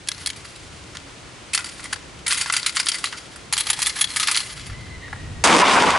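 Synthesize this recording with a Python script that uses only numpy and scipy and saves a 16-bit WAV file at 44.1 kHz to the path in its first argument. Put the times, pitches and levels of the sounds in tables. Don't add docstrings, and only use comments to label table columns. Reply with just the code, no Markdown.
import sys
import numpy as np
from scipy import signal
from scipy.fft import rfft, irfft
from scipy.io import wavfile
from scipy.ndimage import uniform_filter1d, minimum_filter1d

SR = 44100
rng = np.random.default_rng(int(sys.argv[2]) if len(sys.argv) > 2 else 0)


def master_out(mix):
    frames = np.transpose(np.atleast_2d(mix))
    ceiling = np.clip(frames, -1, 1)
    pcm = np.round(ceiling * 32767).astype(np.int16)
    wavfile.write(sys.argv[1], SR, pcm)


N = 263718
T = np.arange(N) / SR


def undb(db):
    return 10 ** (np.asarray(db) / 20)


def unit(x):
    return x / np.sqrt(np.mean(x ** 2))


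def curve(rows):
    s, *columns = np.transpose(rows)
    return [np.interp(T, s, c) for c in columns]


def band(x, lo_hz, hi_hz, order=2):
    return signal.sosfilt(signal.butter(order, [lo_hz, hi_hz], "band", fs=SR, output="sos"), x)


def split(x, gains, edges):
    return sum(unit(band(band(x, lo, hi), lo, hi)) * g for g, (lo, hi) in zip(gains, edges))


def colour(x, points):
    hz, db = np.transpose(points)
    f = np.maximum(np.fft.rfftfreq(N, 1 / SR), 1)
    return irfft(rfft(x) * undb(np.interp(np.log(f), np.log(hz), db)), N)


def ring(x, modes, narrow):
    return sum(undb(db) * signal.lfilter(*signal.iirpeak(hz, hz / (width * narrow), SR), x)
               for hz, width, db in modes)


def walk(rate):
    k = int(SR / rate)
    steps = np.repeat(rng.standard_normal(N // k + 1), k)
    return 1.38 * uniform_filter1d(uniform_filter1d(steps, k), k)[:N]


def wide(mid, other, side_db):
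    side = undb(side_db) * other
    return np.array([mid + side, mid - side])


# start_s, level_db, rise_ms, fade_t60_ms, body_rel_db, top_rel_db, loudest_clank_hz
HITS = [(0.0728, -27, 1.7, 29, -17, -3, 1640), (0.086, -11.5, 2.1, 19, -21, -1.5, 1650),
        (0.1163, -17.5, 0.89, 17, -17, -13, 3980), (.177, -33, 4, 36, -26, -8, 1150),
        (0.2603, -19.5, 1.1, 37, -17, 4, 3950), (0.2715, -12.5, 0.81, 25, -15, 0.5, 2220),
        (0.301, -19, 1.9, 15, -16, -10, 2310), (0.3598, -36, 1.6, 70, -13, -1, 2450),
        (0.451, -45, 2.6, 58, 6, -9, 2000), (0.558, -43, 4, 45, 1, 2, 4000),
        (.95, -30, .6, 75, -1.5, -11, 1730), (0.97, -20, .8, 12, -12, -11, 2270),
        (1.532, -17.5, 8.8, 15, -9, 2, 2600), (1.5465, -12.5, 2.9, 58, -8.5, 6, 4300),
        (1.576, -13, 1.1, 24, -8, -10, 4500), (1.588, -28.5, 3, 130, 0, 1, 2560),
        (1.643, -25.5, 1.3, 35, -4, 2, 4600), (1.6574, -34.5, 2.8, 99, -11, 3, 4400),
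        (1.794, -35, .9, 27, 7, -25, 1750), (1.84, -36.5, 2.7, 24, 0, 8, 1700),
        (1.854, -44, 2, 29, 11, -14, 2100), (1.9265, -18, 5.6, 32, 0, -2, 1500),
        (1.94, -23, 1.6, 20, -17, -12, 3100), (2.19, -39, 2.8, 44, -12, -4.5, 3020),
        (2.2633, -16.5, 6.5, 29, -7.5, -1, 2320), (2.278, -17.5, 2.6, 79, -9.5, 6, 6560),
        (2.304, -14.5, 15.4, 22, -21, -9, 1610), (2.323, -8, 2.4, 13, -4.5, -3, 2100),
        (2.3303, -14.5, 0.49, 33, -4.5, 6, 3320), (2.344, -23, 1, 78, -8, 0, 4730),
        (2.368, -21.5, 14, 100, -10, -0.5, 6300), (2.41, -17, 3.6, 73, -9, 2.5, 4500),
        (2.4592, -22, 1.7, 43, 1, -11, 1430), (2.4983, -14, 0.63, 35, 0, -19, 1420),
        (2.523, -21.5, 2.3, 56, -7, 9.5, 2730), (2.5362, -14.5, 2.3, 70, -11, -5, 1460),
        (2.5648, -12, 1.4, 49, -7, 0.5, 4530), (2.597, -27, 2, 18, -12, -8, 2300),
        (2.63, -23, 1.4, 18, -14, -16, 3730), (2.6387, -32, 11, 32, -5, -18, 1580),
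        (2.662, -9.5, 2.6, 42, -13.5, 1, 4000), (2.693, -22, 1.5, 14, -14, -6, 4600),
        (2.75, -32, 6.8, 39, -9, 4, 2970), (2.762, -18, 1.2, 9.2, -6, 7, 2420),
        (2.767, -11, 3.1, 46, -6, -8, 2310), (2.7919, -22, 4.6, 11, -13, -11, 3700),
        (2.799, -10.5, .8, 43, -6.5, -2.5, 4780), (2.859, -22.5, 1.3, 24, -15, 5.5, 6840),
        (2.8675, -15, 1.6, 38, -8.5, -9, 4600), (2.8854, -8.5, 1.9, 44, -17, 0, 3200),
        (2.917, -20, 1.8, 45, -6, -9, 4650), (2.953, -38, 1.4, 34, -23, 12, 6160),
        (2.983, -33, 1.8, 96, -5, 4, 4540), (3.0407, -15.5, 1.5, 28, 2, 1.5, 2890),
        (3.052, -23, 5.7, 98, -25, -5, 4000), (3.1247, -31.5, 0.88, 104, 5, -11, 2930),
        (3.17, -37.5, 13, 79, -7, -6, 4680), (3.358, -42, 3, 70, 5, 5, 4500),
        (3.5254, -14, 1.4, 35, -10, 4, 4450), (3.5337, -11, .85, 59, -12, -3, 7200),
        (3.5678, -17.5, 1.2, 22, -5.5, -2, 4360), (3.5768, -18, 1.9, 103, -8, 5, 3300),
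        (3.598, -19.5, 12, 53, -10, 2, 4060), (3.659, -36, 2.5, 14, -10, 0, 4110),
        (3.668, -20.5, 2.2, 24, -8, -6, 3280), (3.6864, -31, 7.6, 41, -1, -4, 2440),
        (3.7005, -6, 2.1, 36, -9, 4, 7540), (3.73, -25, 2.3, 38, -8, 2, 3330),
        (3.7904, -25.5, 1.2, 33, -2, 5, 1870), (3.8186, -12.5, 1.35, 18, -8, 5, 4300),
        (3.826, -14.5, 1.4, 41, -12, 1, 4600), (3.8594, -17, 3.4, 9.8, -27, -2, 3450),
        (3.8662, -17.5, 2.5, 78, -7, 7, 3500), (3.894, -18, 3.4, 36, -18, -9, 2190),
        (3.9435, -48, 1.8, 38, -6, -17, 5230), (3.959, -41, 1.5, 84, -4, -15, 1920),
        (3.9856, -29, 4.6, 140, -5, -6, 3280), (4.0095, -11.5, 6.6, 39, -10, 2.5, 3400),
        (4.04, -17, 4.2, 24, -16, -7, 3360), (4.1022, -29, 2, 43, -16, 0.5, 2130),
        (4.1398, -41, 2.2, 39, -24, -9, 3320), (4.1611, -13.5, 0.88, 28, -19, 2, 2140),
        (4.166, -18, 3.7, 68, -6.5, 2.5, 2280), (4.1978, -12, 0.49, 94, -26, -1.5, 1255),
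        (4.229, -14.5, 2, 83, -23, -8, 1240), (4.271, -14, 4, 26, -26, -2, 3380),
        (4.2812, -12, 5.6, 52, -6, -11, 2660), (4.312, -17, 2.3, 69, -21, 4, 1204),
        (4.345, -14.5, 1.8, 27, -23, -21, 4100), (4.353, -14.5, 2.4, 31, -17, -11, 3270),
        (4.364, -16, 1.3, 12, -4, 7, 4380), (4.3716, -9.5, 3, 38, -22, -3, 4340),
        (4.403, -25, 3, 36, -11, -2.5, 1990), (4.4914, -37.5, 5.9, 110, -11, -18, 2070),
        (4.5962, -41, 10, 200, -17, -10, 3000), (4.665, -38, 1.4, 68, -8, -1, 4370),
        (4.698, -43.5, 1.6, 29, 11, -12, 3290), (5.08, -47, 3, 30, 10, -4, 1300),
        (5.1278, -39.5, 2.6, 31, 18.5, -10, 1280), (5.161, -57, 2.6, 28, 5, -11, 1060)]
FADE_BEND = 0.89


def hits(grit):
    power, tick, clank = np.zeros((3, N)), np.zeros(N), np.zeros((2, N))
    ms = np.arange(int(.13 * SR)) / SR * 1000
    for s, db, rise_ms, t60_ms, body_db, top_db, hz in HITS:
        now = slice(int(s * SR), int(s * SR) + len(ms))
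        rise = (ms / rise_ms) ** 0.61
        fall = 10 ** (-3 * (np.maximum(ms - rise_ms, 0) / t60_ms) ** FADE_BEND)
        rattle = np.minimum(rise, fall)
        power[:, now] += np.outer(undb([db + body_db, db, db + top_db]), rattle) ** 2
        tick[now.start] += undb(db - 4) * np.exp(-rise_ms / 5)
        for g, c in zip(grit, clank):
            c[now] += undb(db + 11) * ring(g[now] * rattle, [(hz, hz / 18, 0)], 1)
    return np.sqrt(power), tick, clank


# start_s, hands_still_s, level_db, fade_db_per_s
RUB = [(0.06, .16, -34.5, 13), (1.6, 1.9, -35.5, 90), (2.27, 3.012, -28, 37), (3.628, 4.456, -25.5, 45)]
RUB_RISE_S, RUB_TOP_DB, RUB_TOP_SAG = 0.032, -8, 0.51
JOLTS_PER_S, JOLT_DB, JOLT_S = 17, 0.5, 0.0055


def rubbing():
    knocks = 1. * (rng.random(N) < JOLTS_PER_S / SR)
    jolts = signal.lfilter([1], [1, -np.exp(-1 / (JOLT_S * SR))], knocks)
    uneven = undb(3.2 * walk(90)) * (1 + undb(JOLT_DB) * jolts)
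    power = np.zeros((3, N))
    for start, still, db, fade in RUB:
        lost_db = fade * np.maximum(T - still, 0)
        swell = np.clip((T - start) / RUB_RISE_S, 0, 1) * uneven * undb(db - lost_db)
        tone_db = [[-14], [-5], [RUB_TOP_DB]] - np.outer([0, 0, RUB_TOP_SAG], lost_db)
        power += (swell * undb(tone_db)) ** 2
    return np.sqrt(power)


def clang(drive, modes):
    return sum(ring(drive * undb(3.5 * walk(45) - 3.5), [mode], 0.69) for mode in modes)


# delay_s, level_db
WALL = [(0.0306, -30), (0.0304, -14)]
WALL_PAN_DB, WALL_TOP_HZ = 12, 6100


def house_wall(steel):
    dull = band(steel, 530, WALL_TOP_HZ, order=1)
    echo = sum(undb(db) * np.roll(dull, int(s * SR)) for s, db in WALL)
    return echo * undb([[WALL_PAN_DB / 3], [-WALL_PAN_DB * 2 / 3]])


# time_s, share of the second (0-1)
SECOND = [(0, 1), (.6, 0), (1.4, 0.01), (3.3, 0), (3.45, 0.97), (4.22, 0.99), (4.3, 0.34), (5.5, 0.8)]
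# pitch_hz, width_hz, level_db
FIRST_PISTOL = [(1404, 110, -3), (2012, 170, -8), (3158, 54, -9), (4640, 110, -7), (6830, 160, -13),
                (7300, 210, -13.5), (9460, 240, -4), (10810, 103, -14.5)]
SECOND_PISTOL = [(840, 200, -6), (1230, 200, -13), (1706, 160, -6), (2030, 180, -12), (3330, 45, -5),
                 (4170, 120, -5), (4630, 57, -12), (6620, 70, -10), (9500, 50, -9), (10700, 240, 2)]
# low_hz, high_hz
CLICK_BANDS = [(860, 2170), (1800, 6400), (7000, 13130)]


def pistols():
    grit = [unit(rng.standard_normal(N) * undb(np.minimum(2.45 * rng.exponential(size=N), 11)))
            for _ in range(2)]
    hit_levels, tick, clank = hits(grit)
    rub_levels = rubbing()
    share = curve(SECOND)[0]
    twins = []
    for g, c in zip(grit, clank):
        blows = split(g, hit_levels, CLICK_BANDS)
        grind = split(g, rub_levels, CLICK_BANDS)
        drive = blows + undb(-2.5) * grind + undb(-10) * tick
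        steel = clang(drive * np.sqrt(1 - share), FIRST_PISTOL)
        steel = steel + clang(drive * np.sqrt(share), SECOND_PISTOL)
        bare = undb(-5.0) * blows + undb(-8.5) * grind + band(tick, 800, 12000)
        twins.append(bare + undb(6) * steel + c)
    return wide(*twins, -14.5) + house_wall(twins[0])


SHOT_S = 5.439
# time_s, level_db, low_rel_db, treble_rel_db
ROAR = [(5.44, -7, -11, 3), (5.47, -9.5, -3, -12), (5.53, -12, -6, -10), (5.57, -17.5, 0, -8),
        (5.615, -18, 1, -6), (5.628, -14.5, -9, -19), (5.73, -12, -7, -12), (5.89, -18, -7, -13),
        (5.98, -23, -11, -15)]
# start_s, peak_rel_db
SLAPS = [(5.471, 0), (5.524, 3), (5.54, 0), (5.564, 3), (5.598, 1), (5.688, -3), (5.737, 0), (5.904, 0)]
# pitch_hz, gain_db
ROAR_COLOUR = [(53, -48), (90, -24), (189, -4), (686, -2.5), (1030, 2.5), (1700, -5.5), (2110, -2.5),
               (3640, -5.5), (4110, -10), (4820, -6.5), (5330, -8.5), (8640, -11.5), (11000, -16.5),
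               (14300, -61), (22000, -120)]
MID_FOLLOW = .4
FAR_S, FAR_DB, FAR_FADE_DB_PER_S, FAR_HZ, FAR_WIDTH_HZ = 5.622, -19, 50, 1000, 320


def shot():
    db, low_db, top_db = curve(ROAR)
    mid_db = MID_FOLLOW * np.minimum(top_db, -4)
    db = np.where(T >= SHOT_S, db, -120) - 1.5 + 0.82 * walk(250)
    t = np.arange(int(0.025 * SR)) / SR
    slaps = np.zeros(N)
    for s, peak_db in SLAPS:
        i = int(s * SR)
        slaps[i:i + len(t)] += (undb(peak_db - 13.5) * np.exp(-t / 0.01))[:N - i]
    narrow = [(FAR_HZ, FAR_WIDTH_HZ, 0)]
    far_db = FAR_DB - FAR_FADE_DB_PER_S * np.maximum(T - FAR_S, 0) + 2.5 * walk(50)
    far_gain = (T >= FAR_S) * undb(far_db)
    edges = [(130, 600), (600, 2000), (2000, 5000), (5000, 12000)]
    lumps = [undb(low_db + 3.5 * walk(45)), undb(2.5 * walk(60)), undb(mid_db + 1.5 * walk(60)), undb(top_db)]
    twins = []
    for _ in range(2):
        grains = rng.standard_normal(N) * undb(3.3 * rng.exponential(size=N))
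        arrivals = colour(grains, ROAR_COLOUR)
        far = unit(ring(ring(arrivals, narrow, 0.93), narrow, 0.93)) * far_gain
        twins.append(split(arrivals, lumps, edges) * np.hypot(undb(db), slaps) + far)
    return wide(*twins, -12)


# start_s, end_s, second_harmonic_hz, scoop, level_db, fade_db_per_s
CROW = [(4.718, 5.123, 2040, .04, -45.5, 19), (5.01, 5.448, 1898, .008, -44.5, 16)]
# multiple of the second harmonic, level_db
CROW_ORDERS = [(.5, -15.5), (1, 0.5), (1.5, -14), (2, -12.5)]
CROW_SCOOP_S = .04


def rooster():
    out = 0
    for start, end, hz, scoop, db, fade in CROW:
        since = np.maximum(T - start, 0)
        gate = np.interp(T, [start, start + 0.024, end - .02, end], [0, 1, 1, 0])
        level = gate * undb(db - fade * since)
        pitch = hz * (1 - scoop * np.exp(-since / CROW_SCOOP_S))
        for _ in range(2):
            phase = 2 * np.pi * np.cumsum(pitch * (1 + .025 * walk(400))) / SR
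            stack = sum(undb(g) * np.sin(k * phase) for k, g in CROW_ORDERS)
            out = out + level * undb(3.5 * walk(43)) * stack
    return out


# time_s, level_db
WIND = [(0, -49), (.6, -46.5), (1.5, -48), (2.2, -45.5), (3.0, -51.5), (3.8, -44), (4.3, -49.5), (4.7, -38),
        (5.05, -42.5), (5.3, -33.5), (5.6, -41), (5.98, -38.5)]
# start_s, level_db, pitch_hz
THUMPS = [(4.713, -25, 71), (4.733, -30, 70), (4.97, -31, 70), (5.207, -30, 80.5), (5.308, -30, 110),
          (5.327, -36, 90), (5.365, -29, 70)]


def wind():
    twins = [unit(band(rng.standard_normal(N), 47.5, 143.6)) * undb(curve(WIND)[0] + 1.22 * walk(6))
             for _ in range(2)]
    for s, db, hz in THUMPS:
        t = np.maximum(T - s, 0)
        twins[0] = twins[0] + undb(db) * np.sin(2 * np.pi * hz * t) * np.exp(-(t * hz / 1.3) ** 2)
    return wide(*twins, -9)


# pitch_hz, gain_db
AIR = [(15, -44), (25, -23), (75, -31), (180, -6), (233, -12), (272, -5), (399, -9.5), (862, -14.5),
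       (1030, -13.5), (2010, -16), (2230, -15), (3440, -18), (8900, -25), (10600, -30), (11500, -42),
       (15000, -81), (22000, -120)]
# pitch_hz, side_minus_mid_db
AIR_SIDE = [(60, -13), (110, -21), (190, -6.5), (340, -6.5), (610, -2.5), (1100, -3), (1960, -5),
            (3500, -6), (6250, -4.5), (11200, -4.5)]
# time_s, level_db (set near 290-560 Hz), leaf_hiss_rel_db
HUSH = [(0, -53, 2.5), (1.2, -50.5, 1), (2.1, -50, .5), (4.3, -51, 1), (4.8, -50.5, -0.5),
        (5.4, -49.5, -0.5)]


def air():
    mid, side = (colour(rng.standard_normal(N), AIR) for _ in range(2))
    side = colour(side, AIR_SIDE)
    db, hiss_db = curve(HUSH)
    level = undb(db + 0.39 * walk(6.1)) / np.std(band(mid, 291, 560))
    both = np.array([mid + side, mid - side]) * level
    both = signal.sosfilt(signal.butter(2, 130, "high", fs=SR, output="sos"), both)
    return both + (undb(hiss_db) - 1) * band(both, 1600, 15000, order=1)


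DUCK_FROM_DB, DUCK_SHARE, DUCK_RELEASE_S = -24, 0.26, 0.01


def duck(loud):
    keep = np.exp(-1 / (DUCK_RELEASE_S * SR))
    power = signal.lfilter([1 - keep], [1, -keep], np.mean(loud ** 2, axis=0))
    return (1 + power / undb(DUCK_FROM_DB) ** 2) ** (-DUCK_SHARE / 2)


def scene():
    steel = pistols()
    return steel + shot() + rooster() + (wind() + air()) * duck(steel)


LIMIT_DB, LIMIT_RATIO, LIMIT_RELEASE_S = -7, 1.78, 0.0048
TOP_HZ, LEFT_DB = 11000, .45


def record(dry):
    peak = -minimum_filter1d(-np.abs(dry).max(axis=0), size=88, origin=40)
    keep = np.exp(-1 / (LIMIT_RELEASE_S * SR))
    released = signal.lfilter([1 - keep], [1, -keep], peak)
    loud = np.maximum(uniform_filter1d(peak, size=22), released)
    gain = (undb(LIMIT_DB) / np.maximum(loud, undb(LIMIT_DB))) ** (1 - 1 / LIMIT_RATIO)
    rounded = np.tanh(1.106 * dry * gain) / 1.139
    balanced = rounded * undb([[LEFT_DB / 2], [-LEFT_DB / 2]])
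    return signal.sosfilt(signal.ellip(10, .2, 75, TOP_HZ, fs=SR, output="sos"), balanced)


dry = scene()
out = record(dry)
master_out(out)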